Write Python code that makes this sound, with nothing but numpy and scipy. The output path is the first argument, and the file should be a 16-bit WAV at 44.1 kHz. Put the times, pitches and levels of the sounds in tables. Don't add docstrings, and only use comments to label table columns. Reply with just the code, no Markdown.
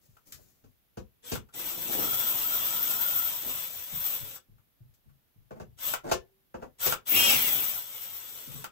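import sys
import numpy as np
from scipy import signal
from scipy.fft import rfft, irfft
from scipy.io import wavfile
from scipy.ndimage import uniform_filter1d

SR = 44100
rng = np.random.default_rng(int(sys.argv[2]) if len(sys.argv) > 2 else 0)


def generate_wav(sig):
    pcm = np.round(np.clip(np.atleast_2d(sig).T, -1, 1) * 32767).astype(np.int16)
    wavfile.write(sys.argv[1], SR, pcm)


N = 384111
T = np.arange(N) / SR


def amp(db):
    return 10 ** (np.asarray(db) / 20)


def unit(x):
    return x / np.sqrt(np.mean(x ** 2) + 1e-20)


def look_up(points, hz):
    f, value = np.transpose(points)
    return np.interp(np.log(hz + 1), np.log(f + 1), value)


def colour(x, spectrum, peaks=()):
    hz = np.fft.rfftfreq(x.shape[-1], 1 / SR)
    peak_db = sum(db / (1 + (2 * (hz - f) / width) ** 2) for f, width, db in peaks)
    return irfft(rfft(x) * amp(look_up(spectrum, hz) + peak_db), x.shape[-1])


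def wander(hz):
    knots = rng.standard_normal(N // 16)
    return unit(np.interp(T * hz, np.arange(len(knots)), knots))


def add(mix, s, sound):
    part = mix[max(round(s * SR), 0):][:len(sound)]
    part += sound[:len(part)]


def stroke(start, length, attack_s, release_s):
    return np.clip((T - start) / attack_s, 0, 1) * np.exp(-np.maximum(T - start - length, 0) / release_s)


def blow(spectrum, chatter_s, size=8192):
    t, hz = np.arange(size) / SR, np.fft.rfftfreq(size, 1 / SR)
    log_gain = np.log(amp(look_up(spectrum, abs(np.fft.fftfreq(size, 1 / SR)))))
    body = np.exp(np.conj(signal.hilbert(log_gain)))[:len(hz)]
    contact = rfft(rng.standard_normal(size) * np.sqrt(t) * np.exp(-t / chatter_s))
    contact /= np.sqrt(uniform_filter1d(abs(contact) ** 2, size=41))
    fade = np.clip((t[-1] * .7 - t) * 20, 0, 1)
    hit = irfft(contact * body) * fade
    return hit * np.sqrt(.025 * SR / np.sum(hit ** 2))


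def strikes(rows, spectrum, chatter_s, level_db, dull_db=0, firm_db=-45, soft_db=-62):
    out = np.zeros(N)
    hz, shape = np.transpose(spectrum)
    for s, db in rows:
        softness = np.interp(db, [soft_db, firm_db], [1, 0])
        body = np.c_[hz, shape + softness * dull_db * (hz > 2000)]
        add(out, s, amp(db + level_db) * blow(body, chatter_s * (1 + 2.1 * softness)))
    return out


# (frequency [Hz], level [dB])
HISS_COLOUR = [(15, -36), (25, 3), (119, 2), (380, -7), (688, -10), (1000, -13), (1430, -13.5),
               (2580, -14.5), (2870, -14), (3470, -14.5), (4300, -17.5), (9160, -22.5), (12000, -10),
               (15700, -11.5)]


def hiss(level_db=-70):
    return amp(level_db) * unit(colour(rng.standard_normal((2, N)), HISS_COLOUR))


# (frequency [Hz], time to fade by 60 dB [s])
ECHO_TIMES = [(60, 0.27), (250, 0.28), (550, 0.11), (2000, 0.16), (6000, 0.13), (14000, 0.093)]


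def walls(direct_db, size=12288):
    echoes = rng.choice([-1., 1.], (2, size)) * (rng.random((2, size)) < .15)
    hz, t, bands = signal.stft(echoes, SR, nperseg=128)
    fade = amp(-60 * t / look_up(ECHO_TIMES, hz)[:, None])
    tail = signal.istft(bands * fade, SR, nperseg=128)[1][:, :size]
    tail /= np.linalg.norm(tail, axis=1, keepdims=True)
    tail[[0, 1], [0, 20]] += amp(direct_db)
    response = rfft(tail, 2 * size)
    response /= np.sqrt(uniform_filter1d(abs(response) ** 2, size=81))
    return irfft(response)[:, :size]


def room(x, balance, direct_db, shifts_per_s, paths):
    heard = np.zeros((2, N))
    for k in range(paths):
        away = abs((T * shifts_per_s - k + paths / 2) % paths - paths / 2)
        share = np.cos(np.pi / 2 * np.minimum(away, 1))
        heard += signal.oaconvolve((x * share)[None], walls(direct_db), axes=1)[:, :N]
    tilt = np.array(balance)
    return np.array([colour(heard[0], tilt * [1, .5]), colour(heard[1], tilt * [1, -.5])])


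# (time [s], length [s], level [dB])
SWISHES = [(0.0, 0.024, -62), (0.244, 0.13, -57)]
# (frequency [Hz], level [dB])
CLOTH_COLOUR = [(200, 7.5), (450, 2.5), (900, -6.5), (3000, -11.5), (7000, -2), (9000, -9.5), (14000, -1)]


def sleeve(level_db=-1, grain_db=3, attack_s=0.031, release_s=0.13):
    rub = unit(colour(rng.standard_normal(N) * amp(grain_db * wander(140)), CLOTH_COLOUR))
    return rub * sum(amp(level_db + db) * stroke(s, length, attack_s, release_s)
                     for s, length, db in SWISHES)


# (time [s], level [dB], pitch [Hz])
WEIGHT_SHIFTS = [(0.08, -59.5, 114), (0.32, -57, 99), (0.629, -64, 110), (3.922, -44.5, 147),
                 (4.198, -45, 121.1), (4.485, -53.5, 128), (4.803, -49.5, 124), (5.057, -56.5, 132),
                 (5.359, -54, 122), (5.679, -52, 123.7), (8.472, -46, 178), (8.541, -43, 180)]
# (frequency [times the pitch], level [dB])
BUMP_COLOUR = [(.15, -12.5), (.4, -3.5), (1, 3.5), (1.4, -4.5), (2.1, -21.5), (4.5, -32), (12, -46.5),
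               (40, -76)]


def bumps(gap_s=0.038, step_db=-7, chatter_s=0.0075):
    out = np.zeros(N)
    for s, db, hz in WEIGHT_SHIFTS:
        body = np.array(BUMP_COLOUR) * [hz, 1]
        for k in range(3):
            add(out, s + k * gap_s, amp(db + k * step_db) * blow(body, chatter_s))
    return out


# (time [s], level [dB])
TICKS = [(0.322, -49), (0.342, -58), (4.938, -73)]
# (frequency [Hz], level [dB])
TICK_COLOUR = [(700, -49), (1200, 2.5), (2500, -1), (4000, 1.5), (7500, 4), (9500, -5), (14000, 8.5),
               (16000, -20.5)]


def metal_ticks():
    return strikes(TICKS, TICK_COLOUR, chatter_s=0.001, level_db=3.5)


# (time [s], length [s], level [dB], grit against rumble [dB])
RUMBLES = [(1.541, 0.36, -49, -30), (1.885, 0.015, -38, -30), (1.944, 0.063, -34.5, -25),
           (2.016, 0.057, -42.5, -28), (2.073, 0.936, -50.5, -7), (3.412, 0.073, -42, -32),
           (5.544, 0.03, -48, -14.5), (6.035, .04, -35, -11.5), (6.082, .028, -38, -2),
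           (6.595, .04, -42, -20), (7.105, 0.23, -38.5, -30), (7.331, 0.287, -47, -28)]
# (frequency [Hz], level [dB])
RUMBLE_COLOUR = [(60, -20.5), (170, -4.5), (290, -3), (450, -6), (600, -9), (850, -10), (1200, -21.5),
                 (4000, -46.5)]
# (frequency [Hz], level [dB])
GRIT_COLOUR = [(300, -25), (600, 11), (1600, 4.5), (2800, -10), (4000, -9), (7500, -10), (9500, -19),
               (15000, -15)]


def low_rumble(level_db=-2, grit_db=2, jolts_per_s=600, attack_s=0.0087, release_s=0.015):
    jolts = (rng.random(N) < jolts_per_s / SR) * (1 + 0.65 * rng.standard_normal(N))
    rumble = unit(colour(jolts, RUMBLE_COLOUR))
    scratch = unit(colour(rng.standard_normal(N) * amp(5.4 * wander(530)), GRIT_COLOUR))
    out = np.zeros(N)
    for s, length, db, grit in RUMBLES:
        loudness = amp(level_db + db) * stroke(s, length, attack_s, release_s)
        out += loudness * (rumble + amp(grit_db + grit) * scratch)
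    return out


# (time [s], thud [dB], clank [dB], click [dB])
KNOCKS = [(0.385, -59, -65, -85), (0.638, -55, -65, -73), (0.97, -39, -44, -54.5), (1.315, -32, -37, -37.5),
          (1.368, -44.5, -63, -76), (5.506, -45.5, -45, -66), (5.597, -42, -43, -59),
          (6.113, -34, -23, -30.5), (6.541, -45.5, -39, -62), (6.623, -49, -41, -63),
          (6.86, -38, -30.5, -31.5)]
# (frequency [Hz], level [dB])
COVER_COLOUR = [(24, -42), (40, -6.5), (301, -10.5), (461, 0.5), (859, -7.5), (926, -7.5), (1080, -10.5),
                (1770, -16.5), (1910, -27.5), (2770, -23), (3220, -33), (6810, -29), (8310, -41),
                (15500, -40)]
# (frequency [Hz], level [dB], time to fade by 60 dB [s])
COVER_NOTES = [(386.4, 4, 0.42), (500, -6, 0.28), (554, -21, .27), (915, -19.5, .19), (1443, -13, .14),
               (1763, -1, 0.22), (2676, -14, .14)]


def bit_knocks(ring_db=-19, low_hz=240, high_hz=2600, clank_lag_s=0.00098, thud_lag_s=0.00293):
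    out, t = np.zeros(N), np.arange(SR // 2) / SR
    hz = np.geomspace(20, 20000, 60)
    shape = look_up(COVER_COLOUR, hz)
    past_low, past_high = (hz / low_hz) ** 6, (hz / high_hz) ** 6
    bass = 1 / (1 + past_low) / (1 + (70 / hz) ** 2)
    middle = past_low / (1 + past_low) / (1 + past_high)
    treble = past_high / (1 + past_high)
    wall, cover, head = (np.c_[hz, shape + 10 * np.log10(band + 1e-8)] for band in (bass, middle, treble))
    for s, thud, clank, click in KNOCKS:
        add(out, s + thud_lag_s, amp(thud) * blow(wall, chatter_s=0.0042))
        add(out, s + clank_lag_s, amp(clank) * blow(cover, chatter_s=0.0039))
        add(out, s, amp(click) * blow(head, chatter_s=0.0082))
        ring = sum(amp(db - 60 * t / fade_s) * np.sin(2 * np.pi * (f * t + rng.random()))
                   for f, db, fade_s in COVER_NOTES)
        muffle_db = .5 * min(clank + 26, 0)
        add(out, s + clank_lag_s, amp(clank + ring_db + muffle_db) * ring)
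    return out


# (time [s], level [dB])
CLACKS = [(0.167, -65.5), (1.354, -43), (1.487, -69.5), (4.36, -58.5), (4.58, -76), (5.092, -76.5),
          (5.937, -33), (6.924, -31.5), (8.642, -42)]
# (frequency [Hz], level [dB])
CHUCK_COLOUR = [(100, -16), (350, -11.5), (550, -6.5), (800, -1.5), (1100, -3), (1350, 5.5), (1750, -12.5),
                (2800, -9.5), (4000, -18), (7500, -16), (10000, -22), (16000, -12)]


def chuck_clacks():
    return strikes(CLACKS, CHUCK_COLOUR, chatter_s=0.00096, level_db=4.5, dull_db=-3)


CREEP_HZ = 140
# (start [s], end [s], top speed [Hz], gear load [dB], motor load [dB])
JABS = [(1.215, 1.376, 199.7, 9, 2), (5.763, 5.944, 410.4, 6.5, 6.5), (6.772, 6.933, 555, 6.5, 5)]
# (time [s], speed [Hz])
EASING = [(1.519, 208.5), (1.62, 321.6), (1.8, 307), (2.02, 455), (2.8, 445.2), (3.1, 469.6), (3.27, 435),
          (3.38, 280.6), (3.55, 386), (3.7, 244.5), (3.92, 235.8), (4.06, 442), (4.15, 369), (4.23, 196.4),
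          (4.375, 158.6)]
# (time [s], speed [Hz])
SPINNING = [(7.042, 199.1), (7.1, 959.3), (7.17, 1887), (7.27, 1909), (7.39, 1487), (7.7, 659.2),
            (7.84, 239), (8.05, 291.5), (8.645, 142.2)]
# (speed table, gear load [dB], motor load [dB])
LONG_PULLS = [(EASING, 6.08, 6.3), (SPINNING, 0.41, 0.54)]


def trigger_pulls(let_go_at=.8):
    progress = np.linspace(0, 1, 30)
    arch = np.sin(np.pi * let_go_at * progress) ** 1.2
    jabs = [(start + progress * (end - start), CREEP_HZ + (top_hz - CREEP_HZ) * arch, *loads)
            for start, end, top_hz, *loads in JABS]
    return jabs + [(*np.transpose(curve), *loads) for curve, *loads in LONG_PULLS]


def drive(start_s=0.027, swell_s=0.057, brake_s=.01, loosen_db_per_s=-1, surge_db=4):
    turning, current, gear_db, motor_db = np.zeros((4, N))
    hz = np.full(N, float(CREEP_HZ))
    for times, speeds, gear_load_db, motor_load_db in trigger_pulls():
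        on = (T >= times[0]) & (T < times[-1])
        t = T[on] - times[0]
        hz[on] = np.interp(T[on], times, speeds)
        surge = np.clip(np.gradient(hz[on]) * SR / 12000, 0, 1)
        motor_db[on] = motor_load_db + surge_db * surge
        gear_db[on] = gear_load_db + loosen_db_per_s * t
        brake = np.minimum((times[-1] - T[on]) / brake_s, 1)
        turning[on] = np.minimum(t / start_s, brake) ** 2
        current[on] = np.minimum(t / swell_s, brake) ** 2
    bite = np.interp(hz, [107, 415.4], [0, 1])
    shake_db = 5.5 / (1 + (2 * (hz - 1780) / 255) ** 2)
    gear_gain = amp(-46 + 6 * np.log2(hz / 456.4) + shake_db + bite * gear_db)
    whine_gain = amp(-24 + bite * motor_db) / (1 + (927 / hz) ** 1.69)
    return turning * gear_gain, current * whine_gain, hz


def motor_whine(switches, chop_hz=14130, spread_hz=210, fizz_db=-7, grain_db=2.5):
    whine = np.zeros(N)
    for multiple, db in [(.96, 1), (0.8, -11), (0.5, -13)]:
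        chop = 2 * np.pi * np.cumsum(chop_hz + spread_hz * wander(900)) / SR
        whine += amp(db) * np.cos(chop) * np.cos(2 * np.pi * multiple * switches)
    fizz_colour = [(10500, -46), (12400, -6.0), (13600, -3), (14900, 0), (15800, -5.5)]
    fizz = colour(rng.standard_normal(N), fizz_colour)
    return unit((unit(whine) + amp(fizz_db) * unit(fizz)) * amp(grain_db * wander(300)))


# (frequency [times the motor speed], level [dB])
GEAR_NOTES = [(1.21, -16), (1.33, -9), (1.483, -6), (1.67, -4.5), (2.13, -4), (2.78, 0.5), (2.97, 1),
              (7.4, -1), (12.4, -16)]
# (frequency [Hz], level [dB])
NOTE_COLOUR = [(200, 1), (500, -10), (3400, -1), (4200, -9.5), (6000, -7), (12000, -16), (16000, -40)]
# (frequency [Hz], width [Hz], boost [dB])
NOTE_PEAKS = [(476, 160, 15), (975, 260, 13.5), (1365, 233, 10.5), (2234, 518, 12.5), (2773, 360, 11.5),
              (3260, 320, 9), (5600, 300, 0.5)]
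# (speed [Hz], level [dB])
SINGING = [(200, 1), (300, -8), (460, 2), (650, -10), (1200, 2.5), (1850, 12.5)]


def gear_tones(switches, hz, level_db=-17, blur=.07, least_blur=0.00806, flutter_db=2.5):
    tones = np.zeros(N)
    looseness = least_blur + blur * (1 - hz / hz.max()) ** 2
    for multiple, db in GEAR_NOTES:
        slack = np.cumsum(hz * looseness * wander(120)) / SR
        note = np.sin(2 * np.pi * multiple * (switches + slack)) * (multiple * hz < SR / 2)
        tones += amp(db + flutter_db * wander(45)) * note
    return amp(level_db + look_up(SINGING, hz)) * colour(tones, NOTE_COLOUR, NOTE_PEAKS)


# (frequency [Hz], level [dB])
SHELL_COLOUR = [(25, -17), (59, -11), (110, -4), (383, -13.5), (981, -5), (1130, -7), (1270, -4.5),
                (1830, -8.5), (3400, -2.5), (4410, -9.5), (5610, -7.5), (7130, -5.5), (7880, -6),
                (9250, -12.5), (10600, -6.5), (12000, -11), (15600, -52), (22000, -120)]
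# (frequency [Hz], level [dB])
SHELL_TREBLE = [(13000, -18), (16000, -23)]
# (frequency [Hz], width [Hz], boost [dB])
CASE_PEAKS = [(540, 110, 6), (1356, 88.4, 1), (3470, 390, 4.5), (5700, 350, 5.5), (7910, 306, 9.5),
              (10640, 450, 4.5)]


def gear_rattle(switches, level_db=1.0, grain_db=2.5):
    pulse = 1 + 0.31 * np.cos(2 * np.pi * switches / 3)
    teeth = pulse * amp(grain_db * wander(500)) * rng.standard_normal(N)
    return amp(level_db) * unit(colour(teeth, SHELL_COLOUR + SHELL_TREBLE, CASE_PEAKS))


def drill(gear_db=3, whine_db=2, switches_per_chuck_turn=40, sag=.06):
    gear_gain, whine_gain, hz = drive()
    chuck_turns = np.cumsum(hz) / SR / switches_per_chuck_turn
    wobble = np.sin(2 * np.pi * chuck_turns + 0.681 * wander(8)) + 0.41 * wander(35)
    drag = sag * (1 - hz / hz.max()) * (wander(14) + .5 * wobble)
    switches = np.cumsum(hz * (1 - drag)) / SR
    gear_gain *= amp(gear_db - 1.18 * wobble)
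    whine_gain *= amp(whine_db - 1.5 * wobble)
    noise = gear_gain * gear_rattle(switches) + whine_gain * motor_whine(switches)
    return noise, gear_gain * gear_tones(switches, hz)


# (frequency [Hz], left minus right [dB])
DRILL_BALANCE = [(60, -0.5), (150, 5), (380, -2), (950, 2), (2380, 1), (5980, 5), (15000, 5)]
# (frequency [Hz], left minus right [dB])
COVER_BALANCE = [(100, 6.5), (300, 0), (800, 1), (8000, 8)]


def scene():
    clacks, ticks, background = chuck_clacks(), metal_ticks(), hiss()
    noise, tones = drill()
    tool = room(noise + ticks + sleeve(), DRILL_BALANCE, direct_db=-12, shifts_per_s=20, paths=4)
    gears = room(tones, DRILL_BALANCE, direct_db=-2, shifts_per_s=3, paths=2)
    hits_and_rumble = bit_knocks() + clacks + low_rumble() + bumps()
    panel = room(hits_and_rumble, COVER_BALANCE, direct_db=-6, shifts_per_s=7, paths=3)
    return background + panel + gears + tool


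def record(dry, cutoff_hz=15780):
    low_pass = signal.firwin(1023, cutoff_hz, window=("kaiser", 8), fs=SR)
    return signal.oaconvolve(dry, low_pass[None], "same")


dry = scene()
out = record(dry)
generate_wav(out)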